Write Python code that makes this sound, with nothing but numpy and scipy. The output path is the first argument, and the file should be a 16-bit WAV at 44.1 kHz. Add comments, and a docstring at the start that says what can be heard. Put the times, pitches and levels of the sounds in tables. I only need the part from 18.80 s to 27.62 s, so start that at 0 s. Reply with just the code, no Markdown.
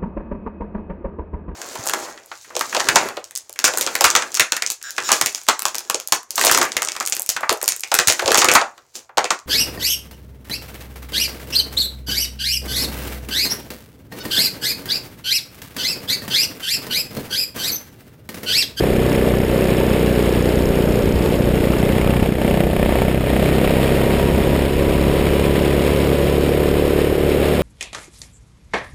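"""A go-kart track, heard from a microphone on the helmet of a driver with a single-cylinder four-stroke.
The kart eases into a bend, each engine cycle an exhaust puff and an intake gulp that rings the airbox,
over clatter, gear whine, tyres and wind. Gusts hit the helmet and duck the microphone's gain.
A second kart, its firing drifting in and out of step, comes closest near 4 s and is overtaken
as the driver pulls away."""
import sys
import numpy as np
from scipy import signal
from scipy.fft import rfft, irfft
from scipy.io import wavfile
from scipy.ndimage import uniform_filter1d, map_coordinates

SR = 44100
rng = np.random.default_rng(int(sys.argv[2]) if len(sys.argv) > 2 else 0)


def dump(signal):
    """Clip the signal to [-1, 1] and save it as 16-bit WAV at the path in sys.argv[1]."""
    limited = np.clip(np.atleast_2d(signal).T, -1, 1)
    pcm = np.round(limited * 32767).astype(np.int16)
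    wavfile.write(sys.argv[1], SR, pcm)


N = 388962
TIME = np.arange(N) / SR

# the driver's engine slows into the bend, then pulls away: time_s, firing_hz
FIRING_RATE = [(0, 31.428), (.55, 31.048), (.9, 31.387), (1.4, 30.185), (1.85, 30.257), (2.05, 29.732),
               (3.4, 30.858), (4.2, 32.005), (5.35, 34.01), (6.25, 34.945), (6.95, 35.394), (8.15, 36.399),
               (8.82, 36.499)]
# strength of the strokes as the throttle moves: time_s, exhaust_db, suction_db, airbox_db
STROKE_LEVELS = [(0, -9, -15, -17), (.7, -8, -16, -17.5), (1.7, -8, -23, -17), (2.7, -6.5, -17, -20),
                 (3.5, -5, -14, -21.5), (4, -15, -20, -24), (4.5, -5, -10, -21), (5.5, -10, -9, -21.5),
                 (6.4, -8, -10, -18), (7.3, -10, -17.5, -17.5), (8.2, -16.5, -10.5, -14),
                 (8.82, -10, -14.5, -17.5)]
# colour of both the casing rattle and the intake hiss: frequency_hz, density_db
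CLATTER_SPECTRUM = [(300, 4), (800, -1.5), (1150, -1.5), (1400, -5), (1800, -2.5), (2400, -1.5),
                    (3000, -3.5), (3800, -8.5), (4700, -15), (7000, -21), (10000, -17.5), (15000, -116)]


def amp(db):
    """Decibels to gain."""
    return 10 ** (np.asarray(db) / 20)


def unit_rms(x):
    """Scales to rms 1."""
    return x / np.sqrt(np.mean(x ** 2) + 1e-20)


def curves(rows):
    """Each column of a table, joined by straight lines in time."""
    time_s, *columns = np.transpose(rows)
    return [np.interp(TIME, time_s, column) for column in columns]


def noise(spectrum):
    """Noise of rms 1 with the given spectral shape."""
    hz, db = np.transpose(spectrum)
    bins_hz = np.fft.rfftfreq(N, 1 / SR)
    colour = amp(np.interp(np.log(bins_hz + 1), np.log(hz), db))
    return unit_rms(irfft(rfft(rng.standard_normal(N)) * colour, N))


def wander(rate_hz):
    """A smooth random curve of rms 1, through `rate_hz` new values a second."""
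    knots = rng.standard_normal(4096)
    return unit_rms(map_coordinates(knots, [TIME * rate_hz], order=2, mode="wrap"))


def resonate(x, hz, width_hz):
    """A resonance of peak gain 1."""
    return signal.lfilter(*signal.iirpeak(hz, hz / width_hz, SR), x)


def bell(place, width):
    """A smooth bump around place 0."""
    return np.exp(-.5 * (place / width) ** 2)


def burst(place, rise, fall):
    """A quick swell at place 0 that dies away."""
    return np.where(place < 0, bell(place, rise), np.exp(-abs(place) / fall))


def count_cycles(firing_rate, start):
    """Running count of engine cycles; the exhaust fires at each whole number."""
    return start + np.cumsum(curves(firing_rate)[0]) / SR


def strokes(cycles, at, jitter, spread_db):
    """Place relative to the nearest stroke, in cycles, and its strength: no two are quite alike."""
    nearest = np.floor(cycles - at + .5).astype(int)
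    late, size = rng.standard_normal((400, 2))[nearest + 5].T
    return cycles - at - nearest - jitter * late, amp(spread_db * size)


def tyres(bump_db=1.1):
    """Tyres drum unevenly on the asphalt below the seat."""
    spectrum = [(30, -37), (100, -4), (200, -5.5), (300, -1.5), (420, -0.5), (560, 0.5), (720, -11.5),
                (1000, -20.5), (1500, -21), (4000, -36.5)]  # tyre roar: frequency_hz, density_db
    level = [(0, -23.5), (2.5, -23), (4, -24), (5.2, -21.5), (6.2, -24), (8.82, -24)]  # its strength: time_s, level_db
    roar = unit_rms(noise(spectrum) * amp(bump_db * wander(30)))
    return amp(curves(level)[0]) * roar


def wind(lump_db=1.5):
    """Wind rumbles on the helmet; each gust also leans on the microphone, too slowly to be heard."""
    spectrum = [(12, -2), (30, 6.5), (80, 5), (150, -5), (280, -6), (700, -36), (2000, -65)]  # wind rumble: frequency_hz, density_db
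    breeze = [(0, -25.5), (1.4, -37), (3.2, -23.5), (5, -32), (6.3, -27), (7.5, -34), (8.82, -38)]  # steady airflow, strongest in the bend: time_s, level_db
    gusts = [(0.654, 0.065, -33, -15), (1.844, .06, -23, -25), (2.294, 0.093, -17.5, -21),
             (2.604, 0.087, -22, -21), (3.15, .05, -23, -28), (3.4, .06, -21, -30), (3.548, 0.035, -33, -8),
             (3.93, 0.039, -21, -11.5), (4.146, 0.13, -22, -37), (4.417, 0.073, -18, -9),
             (5.57, 0.085, -23, -31), (5.91, .07, -29, -13), (8.345, 0.088, -39, -16)]  # buffets on the helmet: centre_s, half_length_s, rumble_db, push_db
    rumble = unit_rms(noise(spectrum) * amp(lump_db * wander(25)))
    power, push = amp(curves(breeze)[0]) ** 2, 0
    for centre_s, half_length_s, rumble_db, push_db in gusts:
        swell = bell(TIME - centre_s, half_length_s)
        power = power + (amp(rumble_db) * swell) ** 2
        push = push + amp(push_db) * swell
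    return np.sqrt(power) * rumble + push


def whir(blur_hz=35):
    """A fuzzy whir, likely from the drive chains: a narrow band of noise on a gliding pitch."""
    glide = [(0, 893, -47), (2, 895, -42), (3.5, 887.5, -40.5), (4.6, 919.5, -40), (7, 998, -45.5),
             (8.82, 1014, -57)]  # centre of the band: time_s, pitch_hz, level_db
    pitch_hz, level_db = curves(glide)
    angle = 2 * np.pi * np.cumsum(pitch_hz) / SR
    band = unit_rms(wander(blur_hz) * np.cos(angle) + wander(blur_hz) * np.sin(angle))
    return amp(level_db) * band


def gear_whine(cycles, meshes_per_cycle=28, backlash_rad=.74):
    """The timing gears whine at their mesh rate and its octave, blurred by backlash."""
    partials = [(0, -57, -41), (1.4, -57, -41), (2.4, -52, -51), (4.2, -52, -40), (5.2, -37, -38.5),
                (6.7, -35, -60), (8.82, -49, -56)]  # strength of the whine: time_s, mesh_db, octave_db
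    mesh = 2 * np.pi * meshes_per_cycle * cycles
    return sum(amp(db) * np.sin(order * mesh + backlash_rad * wander(70))
               for order, db in enumerate(curves(partials), 1))


def clatter(trim_db=-2, grain_db=2, flutter_db=1):
    """Chain and engine casing rattle in fine grains."""
    level = [(0, -30), (1.2, -27.5), (2.1, -30.5), (3.9, -29), (4.8, -24), (5.6, -26), (7, -25), (7.8, -28),
             (8.82, -27)]  # the rattle grows under load: time_s, relative_db
    rattle = unit_rms(noise(CLATTER_SPECTRUM) * amp(grain_db * wander(450) + flutter_db * wander(40)))
    return amp(curves(level)[0] + trim_db) * rattle


def exhaust(cycles, silencer, rasp_spectrum, *, width, dip, dip_lead, dip_width,
            jitter, spread_db, rasp_db, rasp_fall, echo, echo_s):
    """A pressure dip, then the blow-down puff, which rings the silencer and drags a rasp of gas."""
    place, size = strokes(cycles, 0, jitter, spread_db)  # widths, lead and fall are in cycles too
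    puff = size * (bell(place, width) - dip * bell(place + dip_lead, dip_width))
    ring = sum(amp(db) * resonate(puff, hz, width_hz) for hz, width_hz, db in silencer)
    gas_flow = burst(place + .018, .0089, rasp_fall) + .18 * burst(place, .017, .62)
    rasp = size * gas_flow * noise(rasp_spectrum)
    direct = puff + ring + amp(rasp_db) * rasp
    asphalt_bounce = np.interp(TIME - echo_s, TIME, direct)
    return direct + echo * asphalt_bounce


def rival_kart():
    """The other kart's exhaust alongside, raspiest while its tailpipe faces the microphone."""
    firing_rate = [(0, 31.795), (.7, 31.897), (1.9, 30.904), (2.45, 30.832), (3.25, 32.651), (3.95, 31.274),
                   (4.95, 32.411), (6.15, 33.62), (8.82, 35.7)]  # it surges, lifts, then pulls away too: time_s, firing_hz
    passing = [(0, -18, -9), (1, -16.5, -9.5), (2, -28, -19), (3.2, -16.5, -4), (3.8, -7, -15),
               (4.8, -9.5, -12), (5.6, -14.5, -13), (6.7, -23, -9), (7.5, -38, -13), (8.82, -23, -8)]  # it draws near and drops back: time_s, level_db, rasp_db
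    silencer = [(182, 140, -2), (589, 87, 4), (666, 120, 9.5)]  # silencer resonances: pitch_hz, width_hz, gain_db
    rasp_spectrum = [(300, -30), (700, 6), (1200, 6.5), (1500, 3.5), (2200, 7.5), (3200, 0.5), (4500, -20),
                     (8000, -13.5), (15000, -21)]  # gas leaving the tailpipe: frequency_hz, density_db
    cycles = count_cycles(firing_rate, start=-.184)
    level_db, rasp_db = curves(passing)
    return amp(level_db) * exhaust(
        cycles, silencer, rasp_spectrum, width=.012, dip=.36, dip_lead=.05, dip_width=.038,
        jitter=.0028, spread_db=1.46, rasp_db=rasp_db, rasp_fall=.073, echo=.17, echo_s=.0054)


def piston(cycles):
    """The piston shakes the chassis once and twice per crank turn; a cycle takes two turns."""
    shake = [(0, -48, -56), (1.5, -26, -58), (2.5, -47, -61), (4.3, -24, -52), (4.9, -47, -55),
             (5.6, -31, -56), (6.4, -31, -50), (7.4, -28, -29.5), (8, -33, -37), (8.82, -35, -64)]  # chassis hum: time_s, crank_db, octave_db
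    crank_db, octave_db = curves(shake)
    crank_angle = 4 * np.pi * cycles
    return amp(crank_db) * np.sin(crank_angle + np.pi / 6) + amp(octave_db) * np.cos(2 * crank_angle)


def valve(cycles):
    """The intake valve lands on its seat once a cycle with a small metallic tick."""
    level = [(0, -35.5), (2.1, -33), (3, -37), (4, -44), (5.5, -39), (7, -36), (8.82, -42)]  # strength of the tick: time_s, level_db
    spectrum = [(3000, -36), (4700, -5.5), (5300, -1.5), (6000, -7), (6700, -2), (7200, -10), (9000, -36)]  # its metallic ring: frequency_hz, density_db
    place, size = strokes(cycles, at=.474, jitter=.004, spread_db=.2)
    return amp(curves(level)[0]) * size * bell(place, width=.029) * noise(spectrum)


def intake(cycles, uneven, airbox_hz=415, airbox_width_hz=190, ring_db=20, hiss_db=-19):
    """Suction builds until the valve shuts; the sudden stop rings the airbox."""
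    walls = [(380, 17, -3.5), (414, 17, -9.5), (438, 28, -10), (464, 25, -3), (720, 47, -5.5)]  # resonances of the airbox walls: pitch_hz, width_hz, gain_db
    _, suction_db, airbox_db = curves(STROKE_LEVELS)
    shut = .421 - .0038 * (curves(FIRING_RATE)[0] - 31)  # earlier in the cycle as the engine speeds up
    place, size = strokes(cycles, shut, jitter=.0027 * uneven, spread_db=1.03 * uneven)
    suction = bell(np.minimum(place, 0), width=.063)
    valve_open = .5 * (1 - np.tanh(place / .007))
    gulp = -size * suction * valve_open
    air_ring = resonate(resonate(gulp, airbox_hz, airbox_width_hz), airbox_hz, airbox_width_hz)
    wall_ring = sum(amp(db) * resonate(gulp, hz, width_hz) for hz, width_hz, db in walls)
    hiss = size * burst(place, rise=.098, fall=.7) * noise(CLATTER_SPECTRUM)
    airbox = amp(ring_db) * (air_ring + wall_ring) + amp(hiss_db) * hiss
    return amp(suction_db) * gulp + amp(airbox_db) * airbox


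def own_engine(cycles):
    """The engine right beside the driver: exhaust and intake alternate, about half a cycle apart."""
    scatter = [(0, 1), (2.5, 1.3), (4.5, 0.58), (6, 0.59), (8.82, 0.95)]  # the firings grow more even as the engine pulls: time_s, scatter_factor
    silencer = [(222, 12, -6), (320, 20, -3), (390, 25, -6.5), (582, 77, 15), (716, 35, -1)]  # silencer resonances: pitch_hz, width_hz, gain_db
    rasp_spectrum = [(300, -31), (700, 14.5), (1300, 8.5), (2200, 7.5), (3200, 1), (4500, -12), (8000, -11),
                     (15000, -27)]  # gas leaving the tailpipe: frequency_hz, density_db
    uneven = curves(scatter)[0]
    exhaust_db = curves(STROKE_LEVELS)[0]
    tailpipe = exhaust(
        cycles, silencer, rasp_spectrum, width=.021, dip=.6, dip_lead=.057, dip_width=.044,
        jitter=.0042 * uneven, spread_db=2 * uneven, rasp_db=-22.5, rasp_fall=.089,
        echo=.14, echo_s=.0052)
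    return amp(exhaust_db) * tailpipe + intake(cycles, uneven) + valve(cycles)


def scene():
    """Both karts and the rush of the track as they reach the helmet, in mono."""
    cycles = count_cycles(FIRING_RATE, start=-.834)
    engines = own_engine(cycles) + piston(cycles) + rival_kart()
    machinery = clatter() + gear_whine(cycles) + whir()
    return (engines + machinery + tyres() + wind())[None]


def gain_control(x, target_db=-13.5, share=.71, window_s=.094):
    """Pulls the running level part of the way to a target, so gusts duck everything else."""
    power = uniform_filter1d(x ** 2, int(window_s * SR))
    power = uniform_filter1d(power, int(window_s * SR / 2))
    level_db = 10 * np.log10(abs(power) + 1e-9)
    return x * amp(share * (target_db - level_db))


def record(dry, low_hz=22, ceiling=1.05, mirror_hz=12000, notch_hz=6010, notch_width_hz=330,
           top_hz=15350):
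    """A small helmet camera's microphone: gain control, bass cut, soft overload, fizz, notch, top cut."""
    bass_cut = signal.butter(2, low_hz, "high", fs=SR, output="sos")
    x = signal.sosfilt(bass_cut, gain_control(dry[0]))
    x = ceiling * np.tanh(x / ceiling)
    # the sound is mirrored around a high tone as a thin fizz
    fizz = amp(.5) * np.gradient(x) * np.cos(2 * np.pi * mirror_hz * TIME)
    offset_hz = np.fft.rfftfreq(N, 1 / SR) - notch_hz
    notch_db = -26 * bell(offset_hz, notch_width_hz / 2) - 1.9 * bell(offset_hz, notch_width_hz)
    x = irfft(rfft(x + fizz) * amp(notch_db), N)
    lowpass = signal.firwin(511, top_hz, window=("kaiser", 9), fs=SR)
    return signal.oaconvolve(x, lowpass, "same")[None]


dry = scene()
out = record(dry)
dump(out)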